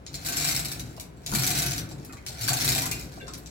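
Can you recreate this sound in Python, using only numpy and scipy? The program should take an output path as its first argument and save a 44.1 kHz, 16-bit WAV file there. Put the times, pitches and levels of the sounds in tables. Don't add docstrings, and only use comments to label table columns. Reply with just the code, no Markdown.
import sys
import numpy as np
from scipy import signal
from scipy.fft import rfft, irfft, next_fast_len
from scipy.io import wavfile
from scipy.ndimage import map_coordinates

SR = 44100
rng = np.random.default_rng(int(sys.argv[2]) if len(sys.argv) > 2 else 0)


def amp(db):
    return 10 ** (np.asarray(db, float) / 20)


def write(x):
    x = np.atleast_2d(x).T
    wavfile.write(sys.argv[1], SR, np.round(np.clip(x, -1, 1) * 32767).astype(np.int16))


N = 154350

# (frequency [Hz], level [dB])
AIR_SPECTRUM = [(18, -38), (30, -23), (59, 2), (81, -4), (526, -17), (632, -19), (16000, -55)]
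# (frequency [Hz], decay time t60 [s])
ROOM_T60 = [(200, 0.5), (1500, 0.54), (5000, 0.25), (14000, 0.21)]
# (frequency [Hz], likeness [0-1])
ROOM_LIKENESS = [(150, 0.96), (500, 0.18), (2000, 0.06), (10000, 0.015)]
# (frequency [Hz], likeness [0-1])
NEAR_LIKENESS = [(150, 1), (400, 0.28), (2000, 0.17), (6000, 0.1), (14000, 0.13)]
# (frequency [Hz], level difference [dB])
LEFT_OVER_RIGHT = [(200, 2.5), (1400, -0.8), (4000, 1), (9000, 3), (14000, 3.5)]
# (frequency [Hz], phase [rad])
PORT_PHASE = [(120, -0.17), (350, -0.37), (700, -0.98), (1400, -0.38), (3000, -0.2)]
# (time [s], level [dB])
FRAME_LOAD = [(0, -52.5), (.24, -43), (.3, -38), (.6, -37.5), (.74, -42.5), (.82, -39.5), (1.12, -52),
              (1.24, -50.5), (1.33, -35.5), (1.68, -36), (1.77, -38), (2.0, -41.5), (2.3, -53), (2.5, -37),
              (2.6, -36), (2.69, -34), (3.02, -38.5), (3.5, -48)]
# (frequency [Hz], width [Hz], level [dB])
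FRAME_MODES = [(58, 5.3, -3), (112.8, 10.8, -3.5), (147.8, 13.4, -1.5), (169.5, 31, -7.5), (245.3, 53, -9),
               (298, 53.5, -6.5), (359.4, 86, -12.5), (506, 254, -21.5)]
# (time [s], length [s], level [dB], pitch [Hz])
BEAM_BOOMS = [(0.123, 0.059, -40, 135), (0.445, .1, -45, 112), (0.543, 0.091, -35.5, 136),
              (0.63, 0.067, -38, 135), (.77, .1, -38.5, 134), (1.288, 0.11, -38, 135),
              (1.381, 0.07, -29.5, 134), (1.526, 0.096, -30, 135), (1.643, 0.083, -29, 135),
              (1.767, 0.086, -39, 110), (1.926, 0.072, -39, 135), (2.273, 0.054, -38, 130),
              (2.41, 0.071, -34, 112), (2.505, 0.037, -27, 135), (2.653, .07, -30, 138),
              (2.66, .14, -38, 63), (0.83, 0.083, -46, 63)]
# (frequency [Hz], width [Hz], level [dB])
HOUSING_MODES = [(310, 33, -5.5), (710, 81, 1), (1481, 156, -0.5), (1950, 1000, -13.5)]
# (time [s], peak level [dB], pitch [Hz], decay time t60 [s], spread of pitch [0-1])
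HOUSING_KNOCKS = [(0.27, -39, 707, 0.07, 0.06), (0.972, -34.5, 984, 0.034, 0.32),
                  (1.275, -37.5, 700, 0.064, 0), (1.322, -21.5, 1310, 0.03, 0.19),
                  (1.327, -23, 224, 0.057, 0.04), (1.348, -33, 695, .07, .06), (1.385, -37, 740, 0.086, 0),
                  (1.44, -36, 722, 0.13, 0.02), (1.479, -32.5, 733, 0.08, 0.03),
                  (1.913, -30, 700, 0.02, 0.2), (2.03, -46, 2170, 0.031, 0.2),
                  (2.095, -39, 1646, 0.09, 0.3), (2.13, -38.5, 1084, 0.04, 0.28),
                  (2.168, -39, 2344, 0.05, 0.2), (2.29, -41, 690, 0.1, 0.15),
                  (2.482, -22.5, 1134, 0.032, 0.23), (2.507, -25, 733, .09, 0.09),
                  (2.532, -31.5, 717, 0.11, .05), (2.755, -28, 703, .08, 0.07),
                  (2.782, -27, 710, 0.064, 0.08), (2.86, -31.5, 1076, 0.045, 0.18),
                  (2.915, -26, 2466, 0.061, 0.05), (3.168, -38.5, 897, 0.077, 0.31),
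                  (3.2, -36.5, 2010, 0.093, .35), (3.219, -38, 492, 0.096, 0.16),
                  (3.277, -36.5, 1315, 0.055, 0.24)]
# (time [s], pitch [Hz], level [dB])
GROAN_PATH = [
    (2.79, 927, -52),
    (2.81, 928.6, -40.5),
    (2.85, 984, -38),
    (2.885, 1075, -52),
]
# (time [s], jingle level [dB])
CHAIN_SPEED = [(0, -77), (.21, -49.5), (.27, -41), (.46, -37), (.6, -43), (.77, -51.5), (1.12, -73.5),
               (1.25, -63.5), (1.36, -40.5), (1.58, -36), (1.72, -38.5), (1.9, -63), (2.26, -66),
               (2.41, -42), (2.5, -39.5), (2.72, -34), (3.12, -60), (3.5, -61)]
# (frequency [Hz], width [Hz], level [dB])
STEEL_MODES = [(2100, 20, -7.5), (2337, 17, -5.5), (3890, 73, 2), (4340, 49, -0.5), (4640, 180, 1.5),
               (5360, 46, 1.5), (5940, 49, 0.5), (6870, 200, 8), (7590, 106, 9), (2567, 38, -6),
               (9570, 76, -6.5), (11480, 136, 4), (13800, 300, -9), (14600, 250, -3)]
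# (frequency [Hz], level [dB])
CRACK_SPECTRUM = [(500, -30), (1050, -7), (1600, -3), (3100, -4), (4300, 1), (8000, -5), (12000, -8),
                  (16000, -10)]
# (time [s], peak level [dB], brightness [dB])
CHAIN_SLAPS = [(0.0648, -29.5, -38), (0.1304, -40, -11), (0.1418, -23, -17), (0.795, -26.5, -9.5),
               (0.9646, -40, -10), (0.9982, -28, -7), (1.2629, -22, -16), (1.8896, -38.5, -10),
               (1.9124, -35.5, -15), (2.028, -47, -25), (2.0484, -39, -2.5), (2.1251, -36.5, -11),
               (2.17, -43.5, -17), (2.264, -22.5, -15), (2.284, -27, -13), (2.996, -33.5, -5),
               (3.167, -44, -19), (3.27, -38, -34), (3.2808, -32.5, -41), (3.3019, -57, -14),
               (3.3361, -27.5, -13.5), (3.379, -44.5, 1), (3.4603, -34.5, -17)]
# (time [s], peak level [dB], loudest ring [Hz])
FIRST_PULL = [(0.2359, -44, 4510), (0.2493, -26.5, 4000), (0.2623, -20.5, 4570), (0.2862, -18.5, 7150),
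              (0.3234, -22.5, 7360), (0.3696, -16, 5360), (0.3994, -25, 3800), (0.4074, -22.5, 3900),
              (0.4384, -29, 4120), (0.4444, -17.5, 7600), (0.4738, -16, 8000), (0.4864, -15, 5430),
              (0.5097, -16.5, 7760), (0.5474, -18.5, 4360), (0.5634, -17.5, 5360), (0.5934, -20, 7720),
              (0.6489, -22, 5330), (0.6844, -27, 3880), (0.7163, -22.5, 7920)]
SECOND_PULL = [(1.293, -27, 5350), (1.3168, -25, 6700), (1.3367, -21, 4460), (1.3499, -13.5, 7900),
               (1.3853, -17.5, 4320), (1.4234, -22, 5360), (1.4346, -15.5, 5800), (1.4656, -14, 7980),
               (1.4774, -19.5, 6070), (1.5047, -15.5, 7800), (1.5117, -27, 4150), (1.5504, -19.5, 3990),
               (1.576, -17.5, 4470), (1.5871, -16, 5860), (1.6207, -17, 7340), (1.6629, -18.5, 5840),
               (1.7095, -20.5, 6000), (1.7614, -28, 3980), (1.7804, -21, 5940)]
THIRD_PULL = [(2.3912, -32.5, 4540), (2.411, -23, 4630), (2.4333, -22, 7460), (2.4781, -17, 4560),
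              (2.4847, -14.5, 4500), (2.5323, -16, 6460), (2.5698, -19, 4370), (2.61, -16, 4340),
              (2.6454, -16, 8300), (2.6527, -20, 7500), (2.6778, -13, 4380), (2.6894, -14.5, 6720),
              (2.7194, -15.5, 3840), (2.7501, -17, 3710), (2.7801, -15, 7570), (2.82, -18.5, 5700),
              (2.8567, -20.5, 7900), (2.901, -42, 3800), (2.9133, -19.5, 7500)]

LINK_DETUNE = 0.025


def unit(x):
    return x / np.sqrt(np.mean(x ** 2) + 1e-20)


def along(points, hz):
    f, v = np.transpose(points)
    return np.interp(np.log(hz + 1), np.log(f + 1), v)


def curve(rows):
    return np.interp(np.arange(N) / SR, *np.transpose(rows))


def wobble(rate):
    knots = rng.standard_normal(int(N * rate / SR) + 4)
    return map_coordinates(knots, [np.arange(N) * rate / SR])


def filtered(x, response):
    m = next_fast_len(N + SR // 4)
    return irfft(rfft(x, m) * response(np.fft.rfftfreq(m, 1 / SR)), m)[..., :N]


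def peak(f, hz, width_hz):
    damping = 1j * f * width_hz
    return damping / (hz * hz - f * f + damping + 1e-9)


def body(modes):
    return lambda f: sum((-1) ** k * amp(db) * peak(f, hz, w) for k, (hz, w, db) in enumerate(modes))


def train(s, size):
    return np.bincount(np.clip(np.round(s * SR).astype(int), 0, N - 1), size, N)


def ports(mid, side, likeness):
    angle = lambda f: np.arccos(np.clip(along(likeness, f), -1, 1)) / 2
    a, b = filtered(np.array([mid, side]), lambda f: np.array([np.cos(angle(f)), np.sin(angle(f))]))
    return np.array([a + b, a - b])


def rings(s, db, hz, t60, size):
    t = np.arange(size) / SR
    fade = amp(db[:, None] - 60 * t / t60[:, None])
    first = np.clip(np.round(s * SR).astype(int), 0, N)
    at = (first[:, None] + np.arange(size)).ravel()
    slip = np.arccos(np.clip(along(NEAR_LIKENESS, hz), 0, 1)) * rng.standard_normal(len(s))

    def port(side):
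        wave = fade * np.sin(2 * np.pi * hz[:, None] * t + (side * slip)[:, None])
        return np.bincount(at, wave.ravel(), N + size + 1)[:N]

    return np.array([port(-0.5), port(0.5)])


def air():
    a, b = filtered(rng.standard_normal((2, N)), lambda f: amp(along(AIR_SPECTRUM, f)))
    return amp(-47) * unit(ports(a, b, ROOM_LIKENESS))


def room(x):
    step, delay = SR // 4, 200
    out = np.zeros((2, N + 2 * SR))
    for start in range(0, N, step):
        hz, t, z = signal.stft(rng.standard_normal((2, SR * 3 // 5)), SR, nperseg=256)
        decay = amp(-60 * t / along(ROOM_T60, hz)[:, None])
        tail = signal.istft(z * decay, SR, nperseg=256)[1]
        tail = tail / np.linalg.norm(tail[0])
        wet = signal.fftconvolve(x[None, start:start + step], tail, axes=1)
        out[:, start + delay:][:, :wet.shape[1]] += wet
    return ports(*out[:, :N], ROOM_LIKENESS)


def frame():
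    drone = unit(filtered(rng.standard_normal(N), body(FRAME_MODES)))
    return drone * amp(curve(FRAME_LOAD) - 2.0 + 1.0 * wobble(15))


def booms():
    t, out = np.arange(N) / SR, np.zeros(N)
    for s, length, db, hz in BEAM_BOOMS:
        progress = np.clip((t - s + length / 4) / (1.45 * length), 0, 1)
        swell = np.sin(np.pi * progress) ** 2
        out += amp(db + 1) * swell * np.sin(2 * np.pi * (hz * t + rng.random()))
    return out


def knocks():
    s, db, hz, t60, spread = np.repeat(np.transpose(HOUSING_KNOCKS), 9, axis=1)
    draw = rng.standard_normal((len(s), 3))
    times = s + 0.009 * np.abs(draw[:, 0])
    return rings(times, db - 10.5 + 3 * draw[:, 1], hz * np.exp(spread * draw[:, 2]), t60, size=5000)


def groan():
    t, (at, pitch, level) = np.arange(N) / SR, np.transpose(GROAN_PATH)
    cycles = np.cumsum(np.interp(t, at, pitch) * (1 + 0.026 * wobble(90))) / SR
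    loudness = amp(np.interp(t, at, level, -150, -150) + 2.9 * wobble(60))
    octave = amp(-4.5) * np.sin(2 * np.pi * 2 * cycles)
    return loudness * (np.sin(2 * np.pi * cycles) + octave)


def steel(s, db, tilt_db, ring_db, count):
    crack_t60_s, crack_rise_s, mode_spread_db = 0.016, 0.0004, 3
    t = np.arange(SR // 16) / SR
    fade = amp(-60 * t / crack_t60_s) * (1 - np.exp(-t / crack_rise_s))
    gate = lambda size: np.sqrt(np.abs(signal.fftconvolve(train(s, size ** 2), fade ** 2)[:N]))
    noise = ports(*rng.standard_normal((2, N)), NEAR_LIKENESS)
    noise = unit(filtered(noise, lambda f: amp(along(CRACK_SPECTRUM, f))))
    high = filtered(noise, lambda f: 1 / (1 + (9000 / (f + 1)) ** 8))
    crack = gate(amp(db)) * (noise - high) + gate(amp(db + tilt_db)) * high

    draw = rng.random((len(s) * count, 3))
    hz, width, mode_db = np.array(STEEL_MODES)[(draw[:, 0] * len(STEEL_MODES)).astype(int)].T
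    level = np.repeat(db + ring_db, count) + mode_db + 2 * mode_spread_db * draw[:, 1]
    level = level + np.repeat(tilt_db, count) * (hz > 9000)
    detuned = hz * (1 + LINK_DETUNE * (2 * draw[:, 2] - 1))
    return crack + rings(np.repeat(s, count), level, detuned, 2.68 / width, size=600)


def jingle():
    contacts_per_s, spread_db = 900, 4
    draw = rng.random((int(N / SR * contacts_per_s), 2))
    s, db = draw[:, 0] * N / SR, -spread_db * np.log(draw[:, 1] + 0.02)
    links = unit(steel(s, db, 0 * s, ring_db=-8.5, count=1))
    return links * amp(curve(CHAIN_SPEED) + 3.0 + 1.8 * wobble(21.85))


def gears():
    grind = unit(filtered(rng.standard_normal(N), body(HOUSING_MODES)))
    return grind * amp(0.72 * curve(CHAIN_SPEED) - 18.0 + 1.2 * wobble(25.3))


def contacts(rows, cut_hz, own_db, knock_db):
    count, spread_s, loss_per_rebound_db, own_t60_s = 7, 0.0055, -1.27, 0.026
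    s, db, hz, tilt_db, loss_db = np.transpose(rows)
    draw, order = rng.random((len(s), count, 3)), np.arange(count)
    later = order > 0
    times = (s[:, None] + spread_s * (order + draw[..., 0] * later) / 2).ravel()
    loss = loss_db[:, None] - 5 * draw[..., 1] + loss_per_rebound_db * order
    levels = (db[:, None] + later * loss).ravel()
    links = steel(times, levels - 10.5, np.repeat(tilt_db, count), ring_db=-14.5, count=4)
    own_hz = (hz[:, None] * (1 + LINK_DETUNE * (draw[..., 2] - 0.5))).ravel()
    own = rings(times, levels + own_db, own_hz, own_t60_s + 0 * times, size=600)
    thin = filtered(links + own, lambda f: (1j * f / (cut_hz + 1j * f)) ** 2)
    return thin + filtered(train(times, amp(levels + knock_db)), body(HOUSING_MODES))


def slapping():
    rows = [(s, db + 10.5, 5070, bright_db + 10, -1) for s, db, bright_db in CHAIN_SLAPS]
    return contacts(rows, cut_hz=2200, own_db=-31.5, knock_db=-1.5)


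def seating():
    pulls = [*FIRST_PULL, *SECOND_PULL, *THIRD_PULL]
    rows = [(s, db + 6, hz, 5.5, -0.14) for s, db, hz in pulls]
    return contacts(rows, cut_hz=610, own_db=-16.5, knock_db=3.0)


def scene():
    lead_s = 21 / 44100
    low = frame() + booms()
    dull = knocks() + groan()
    chain = jingle() + gears() + slapping() + seating()
    sent = amp(-4.0) * chain[0] + amp(-5) * dull[0] + amp(-9) * low
    field = chain + dull + low + room(sent) + air()

    def half(f):
        phase = np.pi * f * lead_s + along(PORT_PHASE, f) / 2
        return amp(along(LEFT_OVER_RIGHT, f) / 2) * np.exp(1j * phase)

    return filtered(field, lambda f: np.array([half(f), 1 / half(f)]))


def low_pass(x):
    return signal.sosfilt(signal.butter(12, 16840, fs=SR, output="sos"), x)


def record(dry):
    top_hz = 15850
    mix = filtered(dry, lambda f: f < top_hz)
    return low_pass(mix)


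dry = scene()
out = record(dry)
write(out)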